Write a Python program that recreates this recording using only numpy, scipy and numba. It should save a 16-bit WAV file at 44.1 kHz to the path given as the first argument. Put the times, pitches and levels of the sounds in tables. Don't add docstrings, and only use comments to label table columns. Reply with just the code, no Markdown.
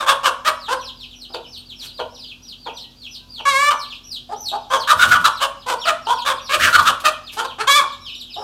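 import sys
import numpy as np
from scipy import signal
from scipy.fft import rfft, irfft, next_fast_len
from scipy.io import wavfile
from scipy.ndimage import uniform_filter1d
from numba import njit

SR = 44100
rng = np.random.default_rng(int(sys.argv[2]) if len(sys.argv) > 2 else 0)


def store_pcm(level_fs):
    pcm = np.round(np.clip(level_fs, -1, 1) * 32767).astype(np.int16)
    wavfile.write(sys.argv[1], SR, np.atleast_2d(pcm).T)


def gain_from_db(level_db):
    decades = np.asarray(level_db, float) / 20
    return 10 ** decades


N = 371763


def level(x, db):
    return x * gain_from_db(db) / np.sqrt(np.mean(x ** 2))


def colour(x, points):
    size = next_fast_len(len(x))
    hz, db = np.transpose(points)
    axis_hz = np.fft.rfftfreq(size, 1 / SR) + 1
    gain = gain_from_db(np.interp(np.log(axis_hz), np.log(hz), db))
    return irfft(rfft(x, size) * gain, size)[:len(x)]


@njit
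def sweep(x, hz, width):
    y, b, l = np.empty(len(x)), 0., 0.
    for i in range(len(x)):
        g, k = np.tan(np.pi * hz[i] / SR), width / hz[i]
        v = (b + g * (x[i] - l)) / (1 + g * (g + k))
        b, l, y[i] = 2 * v - b, l + 2 * g * v, k * v
    return y


def band(x, hz, width):
    hz = hz + np.zeros(len(x))
    once = sweep(x, hz, 1. * width)
    return sweep(once, hz, 1. * width)


def read(table, span_s, edge_s=.009):
    s, *columns = np.transpose(table)
    t = s[0] + np.arange(int(span_s * SR)) / SR
    edges = np.clip(np.minimum(t - s[0], s[-1] - t) / edge_s, 0, 1)
    return int(s[0] * SR), edges, [np.interp(t, s, c) for c in columns]


def add(out, start, x):
    out[start:start + len(x)] += x[:len(out) - start]


# frequency in Hz, level in dB per Hz.
AIR_COLOUR = [(35, -27), (60, 0), (250, -10.5), (700, -15.5), (2000, -21.5), (5000, -17.5), (10000, -31),
              (15000, -45.5)]
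# frequency in Hz, width in Hz, level in dB.
HUM_LINES = [(89, 9.5, -57.5), (130.9, 12, -59.5), (236, 175, -58)]


def background():
    out = level(colour(rng.standard_normal(N), AIR_COLOUR), -53.5)
    out = out + gain_from_db(-55.5) * np.sqrt(2) * np.sin(2 * np.pi * 246.4 * np.arange(N) / SR)
    for hz, width_hz, db in HUM_LINES:
        out = out + level(band(rng.standard_normal(N), hz, width_hz), db)
    knots = np.linspace(0, N, 24)
    drift, sway = (np.interp(np.arange(N), knots, row) for row in rng.uniform(-1.5, 1.5, (2, 24)))
    drone_hz = 44.5 * (1 + .025 * drift)
    drone = np.sin(2 * np.pi * np.cumsum(drone_hz) / SR)
    return out + np.sqrt(2) * gain_from_db(-54.5 + 2.5 * sway) * drone


EFFORT_BRIGHTENS = 0.18


def call(hz, db, low_db, throat_hz, throat_db, treble_db, rough, throat, multiple, share):
    rough = np.clip(rough, 0, 1)
    cycle = (np.cumsum(hz) / SR).astype(int)
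    chance = np.clip(rng.standard_normal((400, 2)), -1.7, 1.7)[cycle].T
    phase = 2 * np.pi * np.cumsum(hz * (1 + .22 * rough * chance[0])) / SR
    order = np.arange(1, 27)[:, None]
    steps = np.repeat(rng.standard_normal((26, len(hz) // 900 + 1)), 900, axis=1)
    sway = uniform_filter1d(steps, 900, axis=1)[:, :len(hz)]
    harmonics = gain_from_db(2.5 * sway) * np.cos(order * phase + .06 * order ** 2)
    pulses = harmonics.sum(axis=0) / np.sqrt(13)
    puffs = rng.standard_normal(len(hz)) * (.8 + .5 * np.cos(phase))
    voiced = pulses * gain_from_db(8 * rough * chance[1])
    source = (1 - .5 * rough) * voiced + (.012 + .9 * rough) * puffs
    beak = level(band(source, multiple * hz, share * multiple * hz.mean()), 0)
    windpipe = level(band(source, 630, 890), low_db)
    edge = (1 - rough) * voiced + (.14 + .9 * rough) * puffs
    treble = level(colour(edge, throat), 0) + level(band(source, throat_hz, 490), throat_db)
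    treble_gain = gain_from_db(treble_db + EFFORT_BRIGHTENS * (db - db.max()))
    return gain_from_db(db) * (beak + windpipe + treble_gain * treble)


# frequency in Hz, level in dB per Hz.
SHORT_CALL_THROAT = [(1500, -10), (2100, 3.5), (3200, 5.5), (4500, 0.5), (6000, -3), (9000, -6.5),
                     (12000, -23), (15500, -25.5)]


def clucks(rows, mouths, onset_db, end_db, onset_pitch, end_pitch, rough, end_rough,
           windpipe_db, beak_share, throat_db):
    out = np.zeros(N)
    scoop_s, scoop_pitch, scoop_db = .009, .65, -18
    for (s, rise, fall, hz, db), (beak_hz, throat_hz, treble_db) in zip(rows, mouths):
        curve = [(max(s - scoop_s, 0), scoop_pitch * hz, db + onset_db + scoop_db, rough),
                 (s, onset_pitch * hz, db + onset_db, rough),
                 (s + rise, hz, db, rough),
                 (s + rise + fall, end_pitch * hz, db + end_db, end_rough)]
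        start, edges, (second_hz, swell_db, harsh) = read(curve, .12)
        voice = call(second_hz / 2, swell_db, windpipe_db, throat_hz * second_hz / hz, throat_db,
                     treble_db, harsh, SHORT_CALL_THROAT, 2 * beak_hz / hz, beak_share)
        add(out, start, edges * voice)
    return out


# start in seconds, rise in seconds, fall in seconds, second harmonic in Hz, peak in dB.
ALARM_TIMES = [(0.0, 0.00075, 0.056, 1180, -17.5), (.065, .03, 0.042, 1165, -8.5),
               (.235, 0.027, 0.038, 1139, -11), (.45, 0.0265, 0.033, 1238, -9.5),
               (4.705, 0.034, 0.044, 1092, -12), (5.405, 0.023, 0.039, 1151, -12),
               (5.665, 0.036, 0.051, 1083, -16), (5.855, .03, .035, 1341, -10),
               (6.252, 0.022, .06, 1186, -12.5), (7.043, 0.012, 0.048, 1291, -10.5),
               (7.443, 0.0068, 0.019, 1139, -21)]
# beak resonance in Hz, throat resonance in Hz, treble in dB.
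ALARM_MOUTH = [(1160, 3800, -7.5), (1180, 3600, -4.5), (1167, 3000, -3), (1317.7, 1900, -4.5),
               (1057, 3480, -6.5), (1140, 3100, -3.5), (990, 1930, -4.5), (1366, 860, -6),
               (1240, 3700, -3.5), (1280, 2700, -2.5), (1040, 3900, -6)]


def alarm_clucks():
    return clucks(ALARM_TIMES, ALARM_MOUTH, onset_db=-13, end_db=-9.5, onset_pitch=.92, end_pitch=.86,
                  rough=.35, end_rough=.45, windpipe_db=-15.5, beak_share=.83, throat_db=-7.5)


PEEP_DIVE = [(0, 0), (.3, .07), (.45, .25), (.6, .52), (.85, .71), (1, 1), (1.3, 1.25)]


def chick(peeps, end_hz):
    out, t = np.zeros(N), np.arange(0, .22, 1 / SR)
    hook_share, hook_power = .11, 2.7
    for start, hold, fall, top_hz, db in peeps:
        dive = np.clip((t - hold) / fall, 0, 1.3)
        hook = np.clip(1 - t / hold, 0, 1)
        curve = uniform_filter1d(np.interp(dive, *np.transpose(PEEP_DIVE)), size=300)
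        hz = top_hz - (top_hz - end_hz) * curve - hook_share * top_hz * hook ** hook_power
        wobble = uniform_filter1d(rng.standard_normal((2, len(t))), size=60, axis=1) * np.sqrt(60)
        flutter = uniform_filter1d(rng.standard_normal(len(t)), size=400) * 20
        phase = 2 * np.pi * np.cumsum(hz * (1 + .012 * wobble[0])) / SR
        shape_db = np.interp(dive, [0, .25, .6, .95, 1.2], [-1, -1.5, 9, 7.5, -32.5])
        shape_db = shape_db - 8 * hook + 0.47 * wobble[1] + 3 * flutter
        overtones = gain_from_db(-31) * np.sin(2 * phase) + gain_from_db(-44.5) * np.sin(3 * phase)
        tone = np.sin(phase) + gain_from_db(shape_db) * overtones
        fades = np.clip(np.minimum(t, hold + 1.162 * fall - t) * 200, 0, 1)
        add(out, int(start * SR), gain_from_db(db + shape_db) * fades * tone)
    return out


# start in seconds, rise and hold in seconds, fall in seconds, top note in Hz, level in dB.
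MIDDLE_CHICK = [(.555, .008, .115, 5500, -38.5), (1.0, .012, .068, 5500, -43),
                (1.456, .04, .078, 5470, -36.5), (1.755, .01, .072, 5565, -35.5),
                (2.09, 0.044, 0.043, 5430, -44), (2.415, .015, 0.041, 4970, -49),
                (2.742, 0.0099, 0.037, 4970, -38), (2.89, .01, 0.024, 5380, -51),
                (2.99, 0.04, 0.03, 5500, -50), (3.108, 0.02, 0.035, 5300, -37),
                (3.905, 0.027, 0.036, 5050, -41), (4.278, 0.042, .03, 5050, -42),
                (4.595, 0.024, 0.034, 5100, -46.5), (5.59, 0.011, 0.038, 5140, -41),
                (6.018, .012, .055, 5580, -38.5), (7.855, .01, 0.027, 5345, -37),
                (7.89, 0.0086, 0.045, 5000, -40.5), (8.09, 0.036, 0.04, 5340, -36),
                (8.146, 0.027, .055, 5700, -38), (8.295, .006, .062, 5210, -34)]
LOW_CHICK = [(.76, .005, .07, 5070, -41.5), (.955, .008, .085, 4940, -38.5),
             (1.06, 0.0093, .08, 4740, -46.5), (1.288, 0.022, 0.051, 5154, -36),
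             (1.4, 0.0067, 0.064, 4020, -46.5), (1.65, 0.013, 0.075, 4660, -39.5),
             (1.92, 0.029, 0.065, 4840, -36), (2.14, 0.0067, 0.049, 4070, -52),
             (2.22, 0.02, 0.085, 4870, -36.5), (2.572, 0.034, 0.095, 4730, -38.5),
             (2.955, .03, .092, 4745, -38), (3.283, .025, .1, 4810, -35), (3.85, 0.022, 0.061, 4700, -36.5),
             (4.002, 0.0061, 0.065, 3860, -54.5), (4.5, 0.018, 0.071, 4540, -49.5),
             (5.765, 0.011, .075, 4680, -34.5), (6.12, .008, 0.064, 4690, -37.5),
             (6.35, 0.0033, 0.051, 5080, -36), (6.414, .025, 0.066, 4740, -39.5),
             (7.1, 0.007, 0.041, 4440, -39), (7.235, .008, 0.059, 5050, -36),
             (7.375, .065, 0.083, 4720, -36.5), (7.5, 0.012, .08, 4400, -50),
             (8.012, .006, 0.085, 3980, -37.5), (8.07, 0.0062, .065, 4300, -41),
             (8.21, 0.0086, .1, 4100, -46), (3.42, .036, 0.039, 5830, -40)]
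HIGH_CHICK = [(.805, 0.01, .085, 5830, -33), (1.148, 0.015, .095, 5795, -39.5),
              (1.47, 0.028, 0.13, 6200, -46), (1.79, 0.029, 0.093, 5807, -39.5),
              (2.12, 0.029, .105, 5800, -38.5), (2.418, 0.023, 0.093, 5820, -37),
              (2.73, 0.023, 0.095, 5950, -38), (3.08, 0.024, 0.092, 5990, -39), (3.745, .01, .1, 6080, -34),
              (4.032, 0.029, .115, 5785, -33), (4.36, 0.041, .105, 6090, -29.5),
              (4.69, 0.066, 0.087, 6380, -32), (5.32, .015, .065, 5620, -35.5),
              (5.783, 0.042, .06, 5610, -30), (6.135, 0.011, .085, 5670, -36.5),
              (6.405, 0.02, .085, 5860, -35.5), (7.99, 0.028, 0.11, 5540, -37.5),
              (8.353, 0.039, 0.088, 5550, -34)]
# delay in seconds, level in dB.
NEAR_ECHOES = [(.007, -12), (.016, -12), (.029, -13)]


def chicks():
    peeps = chick(MIDDLE_CHICK, end_hz=2810) + chick(LOW_CHICK, end_hz=2380) + chick(HIGH_CHICK, end_hz=2800)
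    return peeps, sum(gain_from_db(db) * np.roll(peeps, int(s * SR)) for s, db in NEAR_ECHOES)


# start in seconds, rise in seconds, fall in seconds, second harmonic in Hz, peak in dB.
CLEAR_TIMES = [
    (.685, .045, .03, 1040, -15),
    (6.495, 0.053, 0.027, 1241, -12),
    (7.37, 0.029, 0.045, 967, -17.5),
    (7.588, 0.023, 0.042, 905, -17),
]
# beak resonance in Hz, throat resonance in Hz, treble in dB.
CLEAR_MOUTH = [(1115, 2900, -6), (1500, 2450, -2), (1040, 3200, -4.5), (1250, 4300, -5.5)]


def clear_clucks():
    return clucks(CLEAR_TIMES, CLEAR_MOUTH, onset_db=-12, end_db=-14.5, onset_pitch=.86, end_pitch=.95,
                  rough=.22, end_rough=.55, windpipe_db=-11, beak_share=.88, throat_db=-11)


# start in seconds, rise in seconds, fall in seconds, second harmonic in Hz, peak in dB.
SOFT_TIMES = [
    (1.295, 0.0085, 0.04, 800, -46.5),
    (1.338, 0.0086, 0.042, 960, -31),
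    (1.96, 0.0052, 0.011, 855, -60),
    (1.987, 0.0089, 0.046, 981, -26),
    (2.66, .008, 0.032, 960, -28.5),
    (3.38, 0.028, 0.012, 987, -35),
]
# beak resonance in Hz, throat resonance in Hz, treble in dB.
SOFT_MOUTH = [(690, 4500, -14), (770, 4550, -3.5), (750, 4500, -17), (870, 4300, -10), (800, 4500, -14.5),
              (900, 4500, -12)]


def soft_clucks():
    return clucks(SOFT_TIMES, SOFT_MOUTH, onset_db=-20, end_db=-15.5, onset_pitch=.95, end_pitch=.88,
                  rough=.55, end_rough=.7, windpipe_db=-2, beak_share=1.1, throat_db=1.5)


# start in seconds, rise in seconds, fall in seconds, peak in dB.
RUSTLE_TIMES = [
    (1.78, 0.077, 0.036, -38),
    (4.94, .05, .05, -35),
    (5.05, 0.043, .06, -28.5),
    (5.17, 0.044, 0.074, -39.5),
    (6.56, 0.044, 0.033, -31),
    (6.68, 0.022, 0.051, -30),
    (6.8, 0.0296, 0.057, -31.5),
    (6.995, 0.0073, 0.055, -36.5),
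    (7.31, 0.0255, 0.0605, -36),
]


def rustles():
    out = np.zeros(N)
    depth_db = -21
    for s, rise, fall, db in RUSTLE_TIMES:
        brush = [(s, db + depth_db), (s + rise, db), (s + rise + fall, db + depth_db)]
        start, edges, (brush_db,) = read(brush, .2, .01)
        noise = rng.standard_normal(len(edges))
        hiss = colour(noise, [(1000, 2.0), (3000, 10.5), (9000, 3.5), (15000, -15.5)])
        add(out, start, edges * gain_from_db(brush_db) * level(hiss, 2.8))
    return out


# start in seconds, length in seconds, pitch in Hz, level in dB.
DISTANT_NOTES = [
    (2.808, .13, 1910, -55),
    (3.172, .21, 1000, -55.5),
    (3.2, .06, 1558, -59),
]


def far_hen():
    out = np.zeros(N)
    for start, length, hz, db in DISTANT_NOTES:
        t = np.arange(0, length, 1 / SR)
        swell = np.sin(np.pi * t / length)
        add(out, int(start * SR), gain_from_db(db) * swell * np.sin(2 * np.pi * hz * t))
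    return out


# time in seconds, pitch in Hz, level in dB, treble in dB, roughness 0-1.
LONG_SQUAWKS = [
    [(3.452, 587, -9.5, 0, 0.01), (3.46, 559.2, -11.5, -8, 0.1), (3.492, 564.3, -9.5, -4.5, 0.03),
     (3.528, 534, -23.5, 4, 0.06), (3.552, 536, -17, -0.5, 0), (3.62, 572.3, -11.5, -6.5, 0.02),
     (3.694, 586.2, -9, -7, 0.03), (3.705, 603, -22.5, -6.5, 0.1)],
    [(7.67, 511, -13, 3, 0.02), (7.674, 507.6, -10.5, -3, 0.02), (7.69, 561, -9, -4, 0.1),
     (7.714, 560.2, -12.5, 4.5, 0.04), (7.746, 568, -11, -2, 0.01), (7.762, 594.3, -9.5, -0.5, 0.03),
     (7.786, 590, -15.5, 3, 0.1), (7.798, 551, -11, -5, 0.04), (7.812, 563, -17, -7, 0)],
]
# start in seconds, length in seconds, level in dB.
VOICE_BREAKS = [
    (3.704, .05, -15),
    (7.803, .05, -19),
]
LONG_CALL_THROAT_HZ = [2040, 3300, 2930, 3500]
# frequency in Hz, level in dB per Hz.
LONG_CALL_THROAT = [(1400, -18.5), (2200, 4), (2900, -9), (3400, -4), (5200, -10), (9000, -15),
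                    (12000, -33.5), (15500, -35)]


def squawks():
    out = np.zeros(N)
    break_hz, sag, fade_db = 573.4, .78, -8
    treble, dulls_db, roughness = 2, -19, .85
    breaks = [[(s, break_hz, db, treble, roughness),
               (s + length, sag * break_hz, db + fade_db, treble + dulls_db, roughness)]
              for s, length, db in VOICE_BREAKS]
    for table, throat_hz in zip(list(LONG_SQUAWKS) + breaks, LONG_CALL_THROAT_HZ):
        start, edges, (hz, db, treble_db, rough) = read(table, .28)
        voice = call(hz, db, -16.5, throat_hz, -7.0, treble_db, rough, LONG_CALL_THROAT,
                     multiple=2.23, share=.61)
        add(out, start, edges * voice)
    return out


# start in seconds, rise in seconds, fall in seconds, second harmonic in Hz, peak in dB.
MUTTER_TIMES = [
    (4.293, 0.036, 0.022, 830, -24.5),
    (4.52, 0.03, 0.023, 855, -18.5),
    (6.07, 0.039, 0.037, 962, -14),
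    (8.365, 0.029, 0.067, 830, -27),
]
# beak resonance in Hz, throat resonance in Hz, treble in dB.
MUTTER_MOUTH = [(746, 1680, -15.5), (850, 4500, -17), (960, 3340, -9.5), (728, 5100, -16)]


def mutters():
    return clucks(MUTTER_TIMES, MUTTER_MOUTH, onset_db=-10.5, end_db=-5.5, onset_pitch=.88, end_pitch=1.0,
                  rough=.38, end_rough=.35, windpipe_db=-23, beak_share=.54, throat_db=-3)


# start in seconds, rise in seconds, fall in seconds, second harmonic in Hz, peak in dB.
CACKLE_TIMES = [
    (4.875, .036, .03, 1250, -7.5),
    (4.995, .028, 0.0453, 1466, -5.5),
    (5.108, .014, 0.054, 1476, -6),
    (5.243, 0.011, .038, 1280, -6),
    (6.6, .047, 0.055, 1307, -6),
    (6.73, .03, .012, 1500, -3),
    (6.778, .02, 0.019, 1176, -8),
    (6.855, .024, .035, 1322, -8),
]
# beak resonance in Hz, throat resonance in Hz, treble in dB.
CACKLE_MOUTH = [(1420, 3940, -7), (1540, 3900, -7), (1500, 3720, -8.5), (1350, 4030, -7),
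                (1760, 2900, -6.5), (1500, 4400, -7.5), (1250, 4400, -9), (1376, 3680, -5)]


def flight_cackles():
    return clucks(CACKLE_TIMES, CACKLE_MOUTH, onset_db=-9.5, end_db=-9, onset_pitch=.93, end_pitch=.74,
                  rough=.36, end_rough=.5, windpipe_db=-23, beak_share=.54, throat_db=-9.5)


# peak time in seconds, level in dB.
BEAT_TIMES = [
    (4.961, -40),
    (5.08, -32),
    (5.125, -36),
    (5.208, -36.5),
    (6.596, -37),
    (6.652, -36),
    (6.8, -34),
    (6.891, -38),
]


def wing_beats():
    out = np.zeros(N)
    rise_s, fall_s, depth_db = .079, .13, -26.5
    for s, db in BEAT_TIMES:
        beat = [(s - rise_s, db + depth_db), (s, db), (s + fall_s, db + depth_db)]
        start, edges, (push_db,) = read(beat, .16, .02)
        air = rng.standard_normal((2, len(edges)))
        thump = level(band(band(air[0], 92, 83), 80, 53), 0)
        rush = level(band(air[1], 140, 158.6), -4.5)
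        add(out, start, edges * gain_from_db(push_db) * (thump + rush))
    return out


# frequency in Hz, decay by 60 dB in seconds, level in dB.
WALL_RING = [(266, 0.2, -13), (625, 0.39, -17), (830, 0.54, -25), (1250, 0.38, -19.5), (2610, 0.61, -25),
             (3580, 0.34, -20.5), (5500, 0.74, -26), (9740, 0.25, -12.5)]
STANDING_WAVES = [(555, .3, -33), (905, .4, -28)]
# delay in seconds, level in dB.
FIRST_ECHOES = [(.0031, -17.5), (.0074, -19), (0.0114, -16), (0.023, -27.5), (0.036, -21.5), (0.058, -28.5)]


def corridor(x):
    t = np.arange(SR) / SR
    tail = 0
    for hz, t60, db in WALL_RING:
        noise = level(band(rng.standard_normal(SR), hz, .8 * hz), db)
        tail = tail + noise * gain_from_db(-60 * t / t60) / np.sqrt(t60 * SR / 14)
    for hz, t60, db in STANDING_WAVES:
        tail = tail + gain_from_db(db - 60 * t / t60) * np.sin(2 * np.pi * hz * t) / np.sqrt(t60 * SR / 28)
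    tail = tail * np.clip(t / 0.0004 - 1, 0, 1)
    for s, db in FIRST_ECHOES:
        tail[int(s * SR)] += gain_from_db(db)
    return x + signal.fftconvolve(x, tail)[:N]


def scene():
    peeps, doubles = chicks()
    hen = alarm_clucks() + clear_clucks() + soft_clucks() + squawks() + mutters() + flight_cackles()
    feathers = rustles() + wing_beats()
    birds = corridor(hen + far_hen() + peeps + doubles + feathers)
    return (birds - .5 * peeps + background())[None]


def band_limit(x):
    return signal.sosfilt(signal.butter(12, 15640, fs=SR, output="sos"), x)


# frequency in Hz, gain in dB.
MICROPHONE = [(25, -18.5), (42, -1), (1500, -1), (2000, -8), (2500, 0.5), (9200, -3), (9700, -4),
              (11500, 8.5)]


def record(dry):
    heard = colour(dry[0], MICROPHONE)[None]
    ceiling = .97
    mix = heard / (1 + (heard / ceiling) ** 8) ** (1 / 8)
    return band_limit(mix)


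dry = scene()
out = record(dry)
store_pcm(out)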